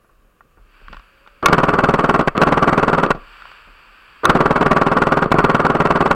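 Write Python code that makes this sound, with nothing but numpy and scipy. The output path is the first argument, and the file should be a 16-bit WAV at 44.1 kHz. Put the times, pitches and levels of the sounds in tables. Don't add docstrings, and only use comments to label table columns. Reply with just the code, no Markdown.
import sys
import numpy as np
from scipy import signal
from scipy.io import wavfile
from scipy.ndimage import uniform_filter1d

SR = 44100
rng = np.random.default_rng(int(sys.argv[2]) if len(sys.argv) > 2 else 0)


def digitize_waveform(pressure):
    field = np.atleast_2d(pressure).T
    bounded = np.clip(field, -1, 1)
    quanta = np.round(bounded * 32767).astype(np.int16)
    wavfile.write(sys.argv[1], SR, quanta)


N = 271194
TIME = np.arange(N) / SR

# f/Hz, level/dB
THUMP_SPECTRUM = [(20, -22.5), (55, -19), (100, -7.5), (150, 2), (260, 0.5), (450, -3.5), (750, -5),
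                  (1100, -12), (2000, -27.5), (4000, -56.5), (16000, -143)]
# f/Hz, level/dB
TICK_SPECTRUM = [(50, -20), (300, -3), (1200, 0), (2800, -4), (4500, -14), (6500, -30), (16000, -38)]
# motor on t/s, first slam t/s, motor off t/s, cycle at full speed/s,
# time lost spinning up/s, extra rattle of the first slam/dB
TRIGGER_PULLS = [(1.425, 1.5270, 2.222, .05077, .0059, 7), (2.349, 2.4154, 3.075, .05090, .0060, 7.5),
                 (4.232, 4.2949, 5.255, .05104, .0092, 9.5), (5.345, 5.3858, 6.2, .05114, .0073, 4)]


def amp(db):
    return 10 ** (np.asarray(db) / 20)


def unit(x):
    return x / np.sqrt(np.mean(x ** 2) + 1e-20)


def read(points, hz):
    f, value = np.transpose(points)
    return np.interp(np.log(hz + 1), np.log(f + 1), value)


def level(curve):
    return amp(np.interp(TIME, *np.transpose(curve)))


def add(mix, s, sound):
    part = mix[max(round(s * SR), 0):][:len(sound)]
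    part += sound[:len(part)]


def response(points, size=8192):
    hz = abs(np.fft.fftfreq(size, 1 / SR))
    log_gain = np.log(amp(read(points, hz)))
    spectrum = np.exp(np.conj(signal.hilbert(log_gain)))
    click = np.fft.ifft(spectrum).real[:size // 2]
    return click / abs(click).max()


def through(x, h):
    return signal.oaconvolve(x, h)[:N]


def noise(points):
    return unit(through(rng.standard_normal(N), response(points)))


def spin_up(k, lag):
    spin_up_cycles = .8
    return lag * (1 - np.exp(-k / spin_up_cycles))


def shots():
    # t/s, rattle level/dB
    coast_slams = [(2.2748, 2.5), (3.105, 4.5), (5.3163, 4)]
    coast_thump_db, coast_rebound_db = -1.4, -18
    slam_thump_db, slam_rattle_db, rebound_db = 0.1, -1.96, -1.8
    first_thump_db, first_rebound_db = 1.5, 4
    sag_db_per_s = 2.5
    # thump/dB, rattle/dB, rebounds/dB
    shot_spread_db = (1.2, 1.5, 3)
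    rows = []
    for _, first, off, cycle, lag, accent_db in TRIGGER_PULLS:
        k = np.arange(24)
        times = first + cycle * k + spin_up(k, lag)
        is_first = k == 0
        thump = slam_thump_db + first_thump_db * is_first - sag_db_per_s * (times - first)
        rattle = slam_rattle_db + accent_db * is_first
        rebound = rebound_db + first_rebound_db * is_first
        levels = np.c_[thump, rattle, rebound]
        levels = levels + rng.standard_normal(levels.shape) * shot_spread_db
        rows += list(np.c_[times, levels][times < off])
    return rows + [(s, coast_thump_db, db, coast_rebound_db) for s, db in coast_slams]


def shell(tick_db=-15):
    # f/Hz, width/Hz, level/dB (strength is also multiplied by width)
    resonances = [(400, 57, 1.5), (590, 68, -3), (730, 48, -53), (1070, 100, -14), (1147, 97, 14.5),
                  (1406, 133, 16), (1852, 60, 2), (2212, 28, -3), (2598, 39, 0), (3450, 130, -69),
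                  (4260, 600, -96), (7400, 460, -38.5)]
    tick = response(TICK_SPECTRUM)
    t = np.arange(len(tick)) / SR
    ring = np.zeros(len(tick))
    for hz, width, db in resonances:
        fade = np.exp(-np.pi * width * t)
        ring += amp(db) * width * fade * np.sin(2 * np.pi * hz * t)
    return ring / abs(ring).max() + amp(tick_db) * tick


def contact(chatter_s, loose=.6, size=2048):
    chatter = rng.standard_normal(size) * np.exp(-np.arange(size) / SR / chatter_s)
    loose = np.clip(loose, 0, 1)
    force = loose * chatter / np.linalg.norm(chatter)
    force[0] += np.sqrt(1 - loose ** 2)
    return force


def firing(slams, thump_db=1.0, rattle_db=-3, tick_db=-16, thump_spread_db=1.14,
           rattle_spread_db=1.2, late_s=.0105, chatter_s=0.0023):
    # delay/s, thump level/dB, rattle level/dB, timing scatter/s, looseness 0-1
    blows = [(.0001, 0.5, -15, .00002, 0.75), (.0013, -20.5, -4, 0.000033, 1),
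             (.0031, -11, -1.5, .0001, 0.66), (.0050, -3, -2.5, 0.000047, 0.4),
             (.0074, -3, -4.5, .0001, 0.6), (.0084, -29, -1.5, .0001, 0.94),
             (0.0127, -10, -7.5, 0.00025, .8), (0.0173, -9, -5.5, 0.00033, 1),
             (.0200, -9, -6.5, .0005, 0.9), (.0228, -14, -23, 0.00033, 0.49)]
    let_go_lead_s, let_go_db = .0118, -22
    tick_fade_s = 0.0051
    brighten = .35
    shove, rattle, ticks = np.zeros((3, N))
    for s, shot_thump, shot_rattle, rebound in slams:
        add(shove, s - let_go_lead_s, -amp([let_go_db + rebound]))
        for delay, heavy, sharp, scatter, loose in blows:
            time_chance, thump_chance, rattle_chance = rng.standard_normal(3)
            at = s + delay + scatter * time_chance
            late = delay > late_s
            blow_thump = heavy + (rebound if late else shot_thump) + thump_spread_db * thump_chance
            blow_rattle = sharp + (rebound if late else shot_rattle) + rattle_spread_db * rattle_chance
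            force = amp(blow_rattle) * contact(chatter_s, loose)
            hardness = amp(brighten * shot_rattle) * np.exp(-(delay / tick_fade_s) ** 2)
            add(shove, at, amp([blow_thump]))
            add(rattle, at, force)
            add(ticks, at, force * hardness)
    plastic = through(rattle, shell(tick_db=-44.5))
    plastic += amp(tick_db) * through(ticks, response(TICK_SPECTRUM))
    return amp(rattle_db) * plastic - amp(thump_db) * through(shove, response(THUMP_SPECTRUM))


def motor_drive():
    surge_db, surge_s = 4.5, 0.2
    rise_s, run_down_db_per_s = 0.0049, 180
    drive = np.zeros(N)
    for on, _, off, *_ in TRIGGER_PULLS:
        age = np.maximum(TIME - on, 0)
        db = surge_db * np.exp(-age / surge_s) - run_down_db_per_s * np.maximum(TIME - off, 0)
        start = np.minimum(age / rise_s, 1)
        drive = np.maximum(drive, start * amp(db))
    return drive


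def gears(slams, drive, mesh_hz=1165, waver=0.0336, teeth_db=-17, grind_db=7, grind_s=0.0047):
    # f/Hz, level/dB
    whirr_spectrum = [(30, -8), (100, -5.5), (170, -0.5), (280, -2.5), (410, 4.5), (600, -1), (850, -9),
                      (1030, -0.5), (1190, 5.5), (1330, 0.5), (1500, -5.5), (1900, -17), (2650, -23),
                      (3200, -28), (3500, -33.5), (3850, -45), (4400, -30), (6200, -65), (8000, -46.5),
                      (9000, -51.5), (16000, -81)]
    motor_db = -22.5
    wander = unit(uniform_filter1d(rng.standard_normal(N), size=300))
    speed = mesh_hz * (1 + waver * wander)
    teeth_passed = np.floor(np.cumsum(speed) / SR)
    clicks = np.diff(teeth_passed, prepend=0)
    teeth = unit(clicks - speed / SR)
    strain_db = grind_db * sum(np.exp(-((TIME - s) / grind_s) ** 2) for s, *_ in slams)
    rough = rng.standard_normal(N) + amp(teeth_db) * teeth
    whirr = unit(through(rough, response(whirr_spectrum)))
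    return whirr * drive * amp(motor_db + strain_db)


def spring(slams, zing_hz=7950, zing_db=-46, lead_s=0.006, length_s=0.0023, again_s=0.023, again_db=-3):
    t = np.arange(SR // 20) / SR
    burst = np.exp(-t / length_s)
    drive = np.zeros(N)
    for s, _, _, rebound in slams:
        add(drive, s - lead_s, burst)
        add(drive, s + again_s, amp(again_db + rebound) * burst)
    ring = t * np.exp(-np.pi * 800 * t) * np.cos(2 * np.pi * zing_hz * t)
    return amp(zing_db) * through(drive * rng.standard_normal(N), ring / np.linalg.norm(ring))


def knock(ring, thud, thump_db, rattle_db, chatter_s, firm_s=0.0014):
    loose = 1 - np.exp(-chatter_s / firm_s)
    rattle = signal.fftconvolve(contact(chatter_s, loose), ring)
    shove = signal.fftconvolve(contact(chatter_s, loose), thud)
    return amp(rattle_db) * rattle - amp(thump_db) * shove


def clacks(level_db=-2):
    # t/s, thump level/dB, rattle level/dB, chatter decay time/s
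    gearbox_clacks = [(1.4283, -25, -17, 0.0019), (1.459, -8, 16, 0.0025), (1.4616, -23, 10, .0011),
                      (1.4848, 0, -4, 0.0036), (1.4973, 0, -19, 0.0011), (2.2261, -9, -23, .0013),
                      (2.369, -15, -18, .002), (2.3781, 2, -3, 0.0016), (3.0637, -3.5, -13, 0.0021),
                      (3.148, -11, -24, 0.011), (3.175, -25, -47, 0.0083), (4.2455, -11, -9, 0.0022),
                      (4.2540, -28, 13, 0.00064), (5.2596, -3, -20, 0.0021), (5.307, -18, -21, 0.0043),
                      (5.341, 4.5, -21, 0.0092), (5.3562, -9, -34, 0.0017)]
    out, ring, thud = np.zeros(N), shell(tick_db=-1), response(THUMP_SPECTRUM)
    for s, *blow in gearbox_clacks:
        add(out, s, knock(ring, thud, *blow))
    return amp(level_db) * out


def handling(level_db=-2, thin_hz=700):
    # t/s, thump level/dB, rattle level/dB, chatter decay time/s, dull above f/Hz
    bumps = [(.044, -48, -43, .008, 2000), (.092, -46, -39, .013, 1600), (.242, -45, -45, .013, 1500),
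             (.4075, -46, -27, .003, 1900), (.445, -41, -60, .015, 600), (.572, -36, -35, .02, 1800),
             (.813, -38, -39, .019, 2500), (.883, -42, -22, .002, 6000), (.895, -29, -38, .025, 500),
             (.929, -35, -16.5, .0037, 6000), (.945, -36, -24, .003, 6000),
             (.9677, -45, -22.5, .0026, 9000), (.995, -48, -29, .0023, 7000),
             (1.263, -47, -36, .0023, 3000), (1.275, -46, -25, .003, 7000), (3.4212, -48, -24, .0023, 7000),
             (3.4548, -50, -25, .002, 7000), (3.5164, -46, -23, .002, 7000), (3.672, -33, -42, .02, 1000)]
    out, thud = np.zeros(N), response(THUMP_SPECTRUM)
    thin = signal.butter(2, thin_hz, "highpass", fs=SR)
    ring = signal.lfilter(*thin, shell(tick_db=-3.5))
    for s, heavy, sharp, chatter_s, top_hz in bumps:
        dull = signal.butter(4, top_hz, fs=SR)
        add(out, s, signal.lfilter(*dull, knock(ring, thud, heavy, sharp, chatter_s)))
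    return amp(level_db) * out


def sway(slams, drive):
    # t/s, level/dB, half-width/s
    lurches = [(0.134, -61, 0.069), (0.61, -47.5, .07), (0.935, -38.5, .07), (3.7, -52, 0.073)]
    # f/Hz, level/dB
    rumble_spectrum = [(8, -26), (22, -12.5), (32, 6), (48, -6.5), (80, -16.5), (200, -37), (1000, -79)]
    mount_hz, mount_decay_s, recoil_db = 30, 0.073, -29.5
    rest_db, firing_db, settle_s = -58.5, -49, .11
    t, kicks = np.arange(SR // 2) / SR, np.zeros(N)
    swing = amp(recoil_db) * np.exp(-t / mount_decay_s) * np.sin(2 * np.pi * mount_hz * t)
    for s, *_ in slams:
        add(kicks, s, swing)
    keep = np.exp(-1 / (settle_s * SR))
    shaken = signal.lfilter([1 - keep], [1, -keep], drive)
    moved = sum(amp(db) * np.exp(-((TIME - s) / length) ** 2) for s, db, length in lurches)
    rumble_gain = amp(rest_db) + moved + amp(firing_db) * shaken
    return kicks + rumble_gain * noise(rumble_spectrum)


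def hall(x):
    # f/Hz, t/s
    decay_times = [(100, 0.17), (1200, 0.73), (4000, 0.71), (12000, 0.224)]
    hz, t, bands = signal.stft(rng.standard_normal(SR), SR, nperseg=256)
    fade = amp(-60 * t / read(decay_times, hz)[:, None])
    tail = signal.istft(bands * fade, SR, nperseg=256)[1]
    return through(x, tail / np.linalg.norm(tail))


def far_tone(waver=.015):
    # start t/s, end t/s, f/Hz, peak level/dB
    start, end, hz, db = (1.09, 1.43, 552, -60)
    wander = unit(uniform_filter1d(rng.standard_normal(N), size=3000))
    pitch = hz * (1 + waver * wander)
    progress = np.clip((TIME - start) / (end - start), 0, 1)
    swell = np.sqrt(abs(np.sin(np.pi * progress)))
    return amp(db) * swell * np.sin(2 * np.pi * np.cumsum(pitch) / SR)


def background():
    # f/Hz, level/dB
    air_spectrum = [(40, 0), (150, -4), (330, -4.5), (520, -4), (660, -10), (900, -16.5), (1170, -1.5),
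                    (1380, -12), (1560, -9), (2050, -20), (2600, -14), (3400, -24), (6000, -29),
                    (15500, -27.5)]
    # f/Hz, level/dB
    hiss_spectrum = [(100, -28), (550, -12), (800, -9.5), (1130, 1), (1550, 3), (2050, -9), (2350, -1),
                     (2700, -1), (3500, -13.5), (4080, -21), (4600, -10), (5200, -25), (6800, -40),
                     (7700, -23), (9000, -39), (15000, -37)]
    # t/s, rms level/dB
    hiss_level = [(0, -98), (.55, -74), (.75, -54), (.95, -50), (1.1, -56), (3.15, -52), (3.3, -44),
                  (3.5, -43), (3.7, -48.5), (4.2, -47.5), (6.15, -72)]
    # f/Hz, rms level/dB
    whine_tones = [(6803, -89), (13607, -87.5)]
    air_db = -60
    buzz_hz, buzz_db, buzz_first_s, buzz_length_s, buzz_every_s = 11100, -75, .015, .075, 1.
    whine = sum(amp(db) * np.sqrt(2) * np.sin(2 * np.pi * hz * TIME) for hz, db in whine_tones)
    buzz_on = (TIME - buzz_first_s) % buzz_every_s < buzz_length_s
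    gate = uniform_filter1d(1. * buzz_on, size=400)
    buzz = amp(buzz_db) * gate * np.sin(2 * np.pi * buzz_hz * TIME)
    air = amp(air_db) * noise(air_spectrum)
    hiss = level(hiss_level) * noise(hiss_spectrum)
    return air + hiss + whine + buzz


def scene(wet_db=-31):
    mic_top_hz = 9500
    slams, drive = shots(), motor_drive()
    body = firing(slams) + spring(slams) + gears(slams, drive) + clacks() + handling()
    blaster = signal.lfilter(*signal.butter(2, mic_top_hz, fs=SR), body)
    echo = amp(wet_db) * hall(blaster)
    return (blaster + echo + sway(slams, drive) + far_tone() + background())[None]


def record(dry):
    ceiling, edge_hz = .7, 16050
    doubled = signal.resample_poly(dry, 2, 1, axis=1)
    clipped = signal.resample_poly(np.clip(doubled, -ceiling, ceiling), 1, 2, axis=1)
    centred = signal.lfilter(*signal.butter(1, 3, "highpass", fs=SR), clipped)
    band_limit = signal.firwin(255, edge_hz, window=("kaiser", 9), fs=SR)
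    return signal.oaconvolve(centred, band_limit[None], "same")


dry = scene()
out = record(dry)
digitize_waveform(out)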